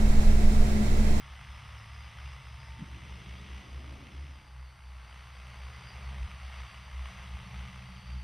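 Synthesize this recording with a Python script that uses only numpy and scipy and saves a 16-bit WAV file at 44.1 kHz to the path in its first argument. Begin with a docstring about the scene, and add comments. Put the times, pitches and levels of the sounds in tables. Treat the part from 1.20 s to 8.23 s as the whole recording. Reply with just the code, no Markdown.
"""An open field, with a large four-rotor farm drone at work some way ahead of a hand-held phone.
The rotors turn at slightly different speeds, so their bass hum throbs. Each blade pass swishes,
some crack on a tip vortex, and the motors whine thinly over the soft hiss of the downwash.
Light wind rumbles on the microphone and now and then buffets it, over a faint stereo wash of noise."""
import sys
import numpy as np
from scipy import signal
from scipy.fft import rfft, irfft
from scipy.io import wavfile
from scipy.ndimage import uniform_filter1d

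SR = 44100
rng = np.random.default_rng(int(sys.argv[2]) if len(sys.argv) > 2 else 0)


def dump_mix(stems):
    """Bounce the given channels to the path in sys.argv[1] as a 16-bit WAV at rate SR."""
    frames = np.atleast_2d(stems).T  # one column per channel
    limited = np.clip(frames, -1, 1)  # hard clip at full scale
    pcm = np.round(limited * 32767).astype(np.int16)
    wavfile.write(sys.argv[1], SR, pcm)


N = 310023
T = np.arange(N) / SR
FREQS = np.maximum(np.fft.rfftfreq(N, 1 / SR), 1)


def undb(db):
    """Decibels to gain."""
    return 10 ** (np.asarray(db) / 20)


def unit(x):
    """Scale to rms 1."""
    return x / np.sqrt(np.mean(np.abs(x) ** 2))


def curves(table):
    """The columns of a table of timed rows, at every sample."""
    times, *columns = np.transpose(table)
    return [np.interp(T, times, column) for column in columns]


def colour(x, points):
    """Filter by (f/Hz, gain/dB) points."""
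    hz, db = np.transpose(points)
    return irfft(rfft(x) * undb(np.interp(np.log(FREQS), np.log(hz), db)), N)


def walk(rate_hz):
    """Random levels held 1 / rate_hz seconds and smoothed twice, rms 1."""
    hold = int(SR / rate_hz)
    steps = np.repeat(rng.standard_normal(N // hold + 1), hold)
    return unit(uniform_filter1d(uniform_filter1d(steps, hold), hold)[:N])


def noise():
    """White noise, rms 1."""
    return rng.standard_normal(N)


# Blade-pass rates as the drone steers over the field: t/s, then f/Hz for each of four rotors
ROTOR_RATES = [(0.0, 54.5, 66.98, 69.52, 64.35), (0.35, 53.12, 67.38, 69.83, 64.67),
               (0.7, 54.2, 67.12, 70.78, 67.48), (1.1, 56.46, 67.33, 70.2, 65.93),
               (1.5, 56.26, 67.16, 69.49, 64.61), (1.9, 57.78, 66.21, 68.78, 64.28),
               (2.3, 59.73, 66.37, 68.56, 62.79), (2.75, 61.86, 66.4, 69.45, 68.62),
               (3.05, 64.24, 68.12, 69.93, 73.28), (3.3, 64.09, 61.94, 65.03, 62.98),
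               (3.75, 62.03, 62.11, 65.72, 65.17), (4.15, 61.93, 62.41, 65.82, 62.75),
               (4.55, 58.94, 64.08, 64.9, 69.28), (4.95, 58.53, 64.26, 66.34, 66.3),
               (5.35, 59.72, 64.24, 66.62, 67.92), (5.8, 62.27, 64.16, 66.37, 63.11),
               (6.25, 58.34, 63.26, 67.06, 63.81), (6.65, 61.58, 64.37, 65.87, 62.99),
               (7.03, 60.92, 64.01, 67.14, 62.27)]
def blade_passes(in_step_s=6.96, hunt=0.0051):
    """Each rotor's running count of passes; all line up at in_step_s. The speed controllers hunt a bit."""
    counts = [np.cumsum(hz) / SR for hz in curves(ROTOR_RATES)]
    return [2 + count - np.interp(in_step_s, T, count) % 1 + hunt * walk(18) for count in counts]


# Balance at the microphone, a row per rotor: fundamental/dB, overtones/dB, swish/dB
ROTOR_BALANCE = [(-3.5, 1, -5.5), (-2, -6, -4), (0.1, -6.5, -4.5), (0.5, -5.5, -7)]
def unison(passes, cruise_hz=64, speed_db_per_hz=0.16):
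    """The fundamentals summed as phasors: large when the rotors are in step, near 0 when they oppose."""
    total = 0
    for count, hz, (bass_db, _, _) in zip(passes, curves(ROTOR_RATES), ROTOR_BALANCE):
        speed_db = speed_db_per_hz * (hz - cruise_hz)
        total = total + undb(bass_db + speed_db) * np.exp(2j * np.pi * count)
    return unit(total)


# Hum from some way off, beats aside: t/s, then level/dB for harmonics 1, 2 and 3
HUM_LEVELS = [(0, -48.5, -55, -65.5), (1.3, -47, -53, -69.5), (2.3, -46, -55, -56.5), (3, -46, -55.5, -71),
              (3.6, -46.5, -63, -74), (4.3, -45.5, -56.5, -67.5), (4.9, -44, -51, -58.5),
              (5.6, -43.5, -60, -66), (6.3, -41, -49.5, -55.5), (7.03, -44.5, -54, -55.5)]
def hum(passes, beat, deepen=0.23, waver_db=0.9, overtone_waver_db=2.5):
    """The bass throbs as the rotors fall in and out of step; their overtones beat faster."""
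    bass_db, *overtone_db = curves(HUM_LEVELS)
    out = undb(bass_db + waver_db * walk(20)) * unit(beat.real * np.abs(beat) ** deepen)
    for order, db in enumerate(overtone_db, 2):
        tones = sum(undb(share_db + overtone_waver_db * walk(4)) * np.sin(2 * np.pi * order * count)
                    for count, (_, share_db, _) in zip(passes, ROTOR_BALANCE))
        out = out + undb(db) * unit(tones)
    return out


def blade_air(count, repeat=0.25, points=640, n_shapes=4):
    """Turbulence at one rotor: part is fresh, part repeats with each pass and slowly changes shape."""
    weights = np.array([walk(7) for _ in range(n_shapes)])
    phases = np.arange(points) / points
    shapes = [np.interp(count, phases, rng.standard_normal(points), period=1) for _ in range(n_shapes)]
    wake = np.sum(weights * shapes, axis=0) / np.linalg.norm(weights, axis=0)
    return np.sqrt(repeat) * unit(wake) + np.sqrt(1 - repeat) * noise()


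# How sharply the blades chop: t/s, pulsed share of the swish/0-1
PULSED_SHARE = [(0, 0.35), (2.9, 0.45), (3.5, 0.5), (4.1, 0.4), (4.7, 0.36), (5.9, 0.25), (6.3, 0.5),
                (7.03, 0.2)]
# Colour of the swish across the field: f/Hz, relative level/dB
SWISH_SPECTRUM = [(200, -37), (400, -7.5), (620, -3.5), (900, -2.5), (1230, 1.2), (1480, -5.5), (1780, -5),
                  (2050, 1.7), (2400, -4.5), (2700, -3), (3450, -6.5), (4200, -16), (6000, -17),
                  (12000, -39.5)]
def swish(passes, sharpness=1.47, scatter_db=1.0, flutter_db=1.3):
    """Each blade throws a burst of air noise as it swings toward the microphone, no two equally strong."""
    chop = curves(PULSED_SHARE)[0]
    out = 0
    for count, (_, _, share_db) in zip(passes, ROTOR_BALANCE):
        pass_db = scatter_db * rng.standard_normal(int(count[-1]) + 1)
        burst = unit(undb(pass_db)[count.astype(int)] * np.exp(-sharpness * np.cos(2 * np.pi * count)))
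        envelope = np.sqrt(1 - chop + chop * burst ** 2)
        out = out + undb(share_db + flutter_db * walk(6)) * envelope * blade_air(count)
    return unit(colour(out, SWISH_SPECTRUM))


# Colour of a blade's crack at the microphone: f/Hz, relative level/dB
SLAP_SPECTRUM = [(300, -11.5), (1100, 2), (2000, -2.5), (3000, -1), (4200, -18.5), (6000, -21.5),
                 (9500, -21.5), (14000, -44)]
def slaps(passes, sigma_s=0.00076, scatter_db=5):
    """Now and then a blade of the two nearest rotors cuts a tip vortex and cracks; most barely do."""
    out = 0
    for count, hz in zip(passes[:2], curves(ROTOR_RATES)):
        pass_db = scatter_db * np.minimum(rng.standard_normal(int(count[-1]) + 1), 1.4)
        from_crack_s = (count % 1 - .5) / hz
        crack = np.exp(-.5 * (from_crack_s / sigma_s) ** 2) * noise()
        out = out + undb(pass_db)[count.astype(int)] * crack
    return unit(colour(out, SLAP_SPECTRUM))


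# Colour of the blade noise as the drone tilts: t/s, lows/dB, treble/dB
TILT_SHELVES = [(0, -10.5, -1), (1.4, -5, 0.5), (1.9, 2.5, 4), (2.3, 0.5, 5), (2.7, 7.5, 2.5),
                (3.1, 0.5, 2.5), (3.45, -5.5, -4.5), (4.1, -4.5, -1), (4.8, 0.5, -1), (5.5, -6, 0),
                (6.2, -1.5, 1), (7.03, -3, 1.5)]
def tilt(x, low_hz=680, high_hz=2000):
    """The lows and the treble rise and fall against the middle as the rotors lean."""
    low_db, high_db = curves(TILT_SHELVES)
    low = irfft(rfft(x) / (1 + (FREQS / low_hz) ** 6), N)
    high = irfft(rfft(x) / (1 + (high_hz / FREQS) ** 6), N)
    return unit(x + low * (undb(low_db) - 1) + high * (undb(high_db) - 1))


# Blade noise from some way off, before surge and trim: t/s, level/dB
BLADE_LEVEL = [(0, -52.5), (.4, -51.5), (.7, -52.5), (1.45, -53.5), (1.85, -55.5), (2.7, -56), (3.1, -58),
               (3.27, -59), (3.6, -57.5), (3.85, -54.5), (4.1, -53.5), (4.35, -51.5), (4.95, -50),
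               (5.25, -50.5), (5.38, -49), (5.73, -53.5), (5.87, -49), (6.25, -52), (6.4, -50.5),
               (6.58, -53.5), (7.03, -56)]
def blade_noise(passes, beat, surge_db=0.54, slap_db=-7.0, trim_db=-0.55):
    """Swish and slaps swell a little when the rotors are in step. Returns the sound and its swell/dB."""
    level_db = curves(BLADE_LEVEL)[0] + surge_db * (np.abs(beat) - 1)
    air = tilt(swish(passes) + undb(slap_db) * slaps(passes))
    return undb(level_db + trim_db) * air, level_db - level_db.mean()


# Buzz of the third motor: t/s, level/dB
BUZZ_LEVEL = [(0, -71), (1.7, -67.5), (2.6, -76), (3.3, -72.5), (3.8, -75), (4.8, -74), (5.8, -74),
              (7.03, -67.5)]
# Whine of the three motors nearer the microphone, before the housings: t/s, then level/dB for each
WHINE_LEVELS = [(0, -89, -77, -88), (.3, -87, -74, -86), (1.5, -82, -75, -88), (1.9, -84, -81, -88),
                (2.5, -83, -76, -88), (2.8, -83, -81, -86), (3.4, -85, -78, -92), (4.1, -79, -77, -82),
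                (4.7, -77, -68, -71.5), (4.97, -84, -84, -79), (5.2, -69, -77, -78), (5.7, -86, -73.5, -82),
                (6.05, -93, -82, -80), (6.28, -71, -84, -82), (6.55, -77, -83, -82), (6.7, -71.5, -75, -86),
                (7.03, -66.5, -74, -80)]
# Ring of the motor housings: f/Hz, gain/dB
HOUSING_RESPONSE = [(3900, -15), (4250, -24), (4450, 4), (5120, 4.5), (5350, 14)]
def motors(passes, buzz_order=13, whine_orders=(72, 76), buzz_fade_db=2.0, fade_db=2.9, rough_db=3.5):
    """Magnetic tones at multiples of the blade-pass rate, fading and trembling in the moving air."""
    buzz = unit(undb(buzz_fade_db * walk(9.7)) * np.sin(2 * np.pi * buzz_order * passes[2]))
    whine = 0
    for count, db in zip(passes, curves(WHINE_LEVELS)):
        pair = sum(undb(fade_db * walk(15) + rough_db * walk(70)) * np.sin(2 * np.pi * order * count)
                   for order in whine_orders)
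        whine = whine + undb(db) * unit(pair)
    return undb(curves(BUZZ_LEVEL)[0]) * buzz + colour(whine, HOUSING_RESPONSE)


# Light wind right on the microphone: t/s, level/dB
BREEZE_LEVEL = [(0, -61), (.9, -60.5), (1.3, -58), (2.7, -58), (3.6, -58), (4.2, -59.5), (4.8, -60),
                (6.2, -57), (7.03, -57)]
# Colour of its rumble: f/Hz, relative level/dB
BREEZE_SPECTRUM = [(20, -47), (38, -2.5), (52, -5.5), (100, -1.5), (180, -13), (280, -29), (600, -53)]
def breeze(swell_db=1):
    """Air flowing past the microphone makes a low, unsteady rumble."""
    level_db = curves(BREEZE_LEVEL)[0] + swell_db * walk(3.87)
    return undb(level_db) * unit(colour(noise(), BREEZE_SPECTRUM))


# Colour of the downwash from some way off: f/Hz, relative level/dB
DOWNWASH_SPECTRUM = [(100, 20.5), (400, 3), (1500, 9.5), (4200, 2.5), (6000, 0), (8200, -5), (9600, -1),
                     (11500, -15), (12700, -9.5), (14000, -21)]
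def downwash(blade_swell_db, level_db=-61.5, follow=0.51):
    """Air driven down by the rotors hisses smoothly, swelling less than the blades do."""
    return undb(level_db + follow * blade_swell_db) * unit(colour(noise(), DOWNWASH_SPECTRUM))


# Faint stereo wash at the phone: t/s, relative level/dB
WASH_LEVEL = [(0, 2.5), (1.5, 3), (1.7, 8), (2.95, 8), (3.3, -0.5), (5.4, -0.5), (5.8, 1), (7.03, 1)]
# Its colour, nearly empty from about 2.4 to 4 kHz: f/Hz, relative level/dB
WASH_SPECTRUM = [(25, 15), (65, 6), (130, 13), (300, 0), (800, 7.5), (1050, 1), (1450, 10), (1900, 4.5),
                 (2400, -48), (3300, -39), (4200, -25), (5300, -23.5), (9200, -9), (10500, -29)]
def stereo_wash(base_db=-72.5):
    """A faint wash of noise, opposite left and right, swelling during the long gust."""
    return undb(base_db + curves(WASH_LEVEL)[0]) * unit(colour(noise(), WASH_SPECTRUM))


# Colour of the stereo width, nearly mono from about 2.4 to 4 kHz: f/Hz, relative gain/dB
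WIDTH_RESPONSE = [(60, -53), (130, -33), (300, 6), (900, -10), (1450, 8), (2000, -7.5), (2450, -78),
                  (3300, -40), (4200, -54), (5200, -11), (9200, 0), (10500, -49)]
def stereo_width(mid, quadrature_db=-16.5, in_phase_db=-25):
    """A side signal that puts the direct sound slightly out of phase between left and right."""
    quadrature = irfft(-1j * rfft(mid), N)
    return colour(undb(quadrature_db) * quadrature + undb(in_phase_db) * mid, WIDTH_RESPONSE)


# Buffets right on the microphone: t/s, length/s, centre f/Hz, bandwidth/Hz, level at the crest/dB
MIC_GUSTS = [(1.607, 0.021, 225, 121, -46.5), (1.63, 0.017, 184, 134, -38), (1.738, 0.19, 257, 171, -58.5),
             (2.3, 0.75, 308, 277, -62.5), (2.77, 0.5, 252, 200, -57), (5.04, 0.055, 63.6, 40, -37.5),
             (5.772, 0.12, 60, 40, -48), (6.157, 0.036, 68, 40, -42)]
def gusts():
    """Eddies strike the microphone, each a brief swell of low band noise."""
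    out = 0
    for crest_s, length_s, hz, width_hz, db in MIC_GUSTS:
        eddies = irfft(rfft(noise()) / (1 + (2 * (FREQS - hz) / width_hz) ** 4), N)
        envelope = np.exp(-2 * ((T - crest_s) / length_s) ** 2)
        out = out + undb(db) * envelope * unit(eddies)
    return out


def scene():
    """Left and right at the phone: the drone nearly ahead, wind close up, a faint wash at the sides."""
    passes = blade_passes()
    beat = unison(passes)
    blades, blade_swell_db = blade_noise(passes, beat)
    mid = hum(passes, beat) + blades + motors(passes) + breeze() + gusts() + downwash(blade_swell_db)
    side = stereo_wash() + stereo_width(mid)
    return np.array([mid + side, mid - side])


def record(dry, opposed_hz=(6560, 7880), top_hz=14150):
    """The phone gives one narrow treble band opposite signs left and right, and cuts the top."""
    band = (FREQS > opposed_hz[0]) & (FREQS < opposed_hz[1])
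    centre = rfft(dry.mean(axis=0))
    sound = irfft(np.where(band, np.array([centre, -centre]), rfft(dry)), N)
    return signal.sosfilt(signal.ellip(10, .2, 80, top_hz, fs=SR, output="sos"), sound)


dry = scene()
out = record(dry)
dump_mix(out)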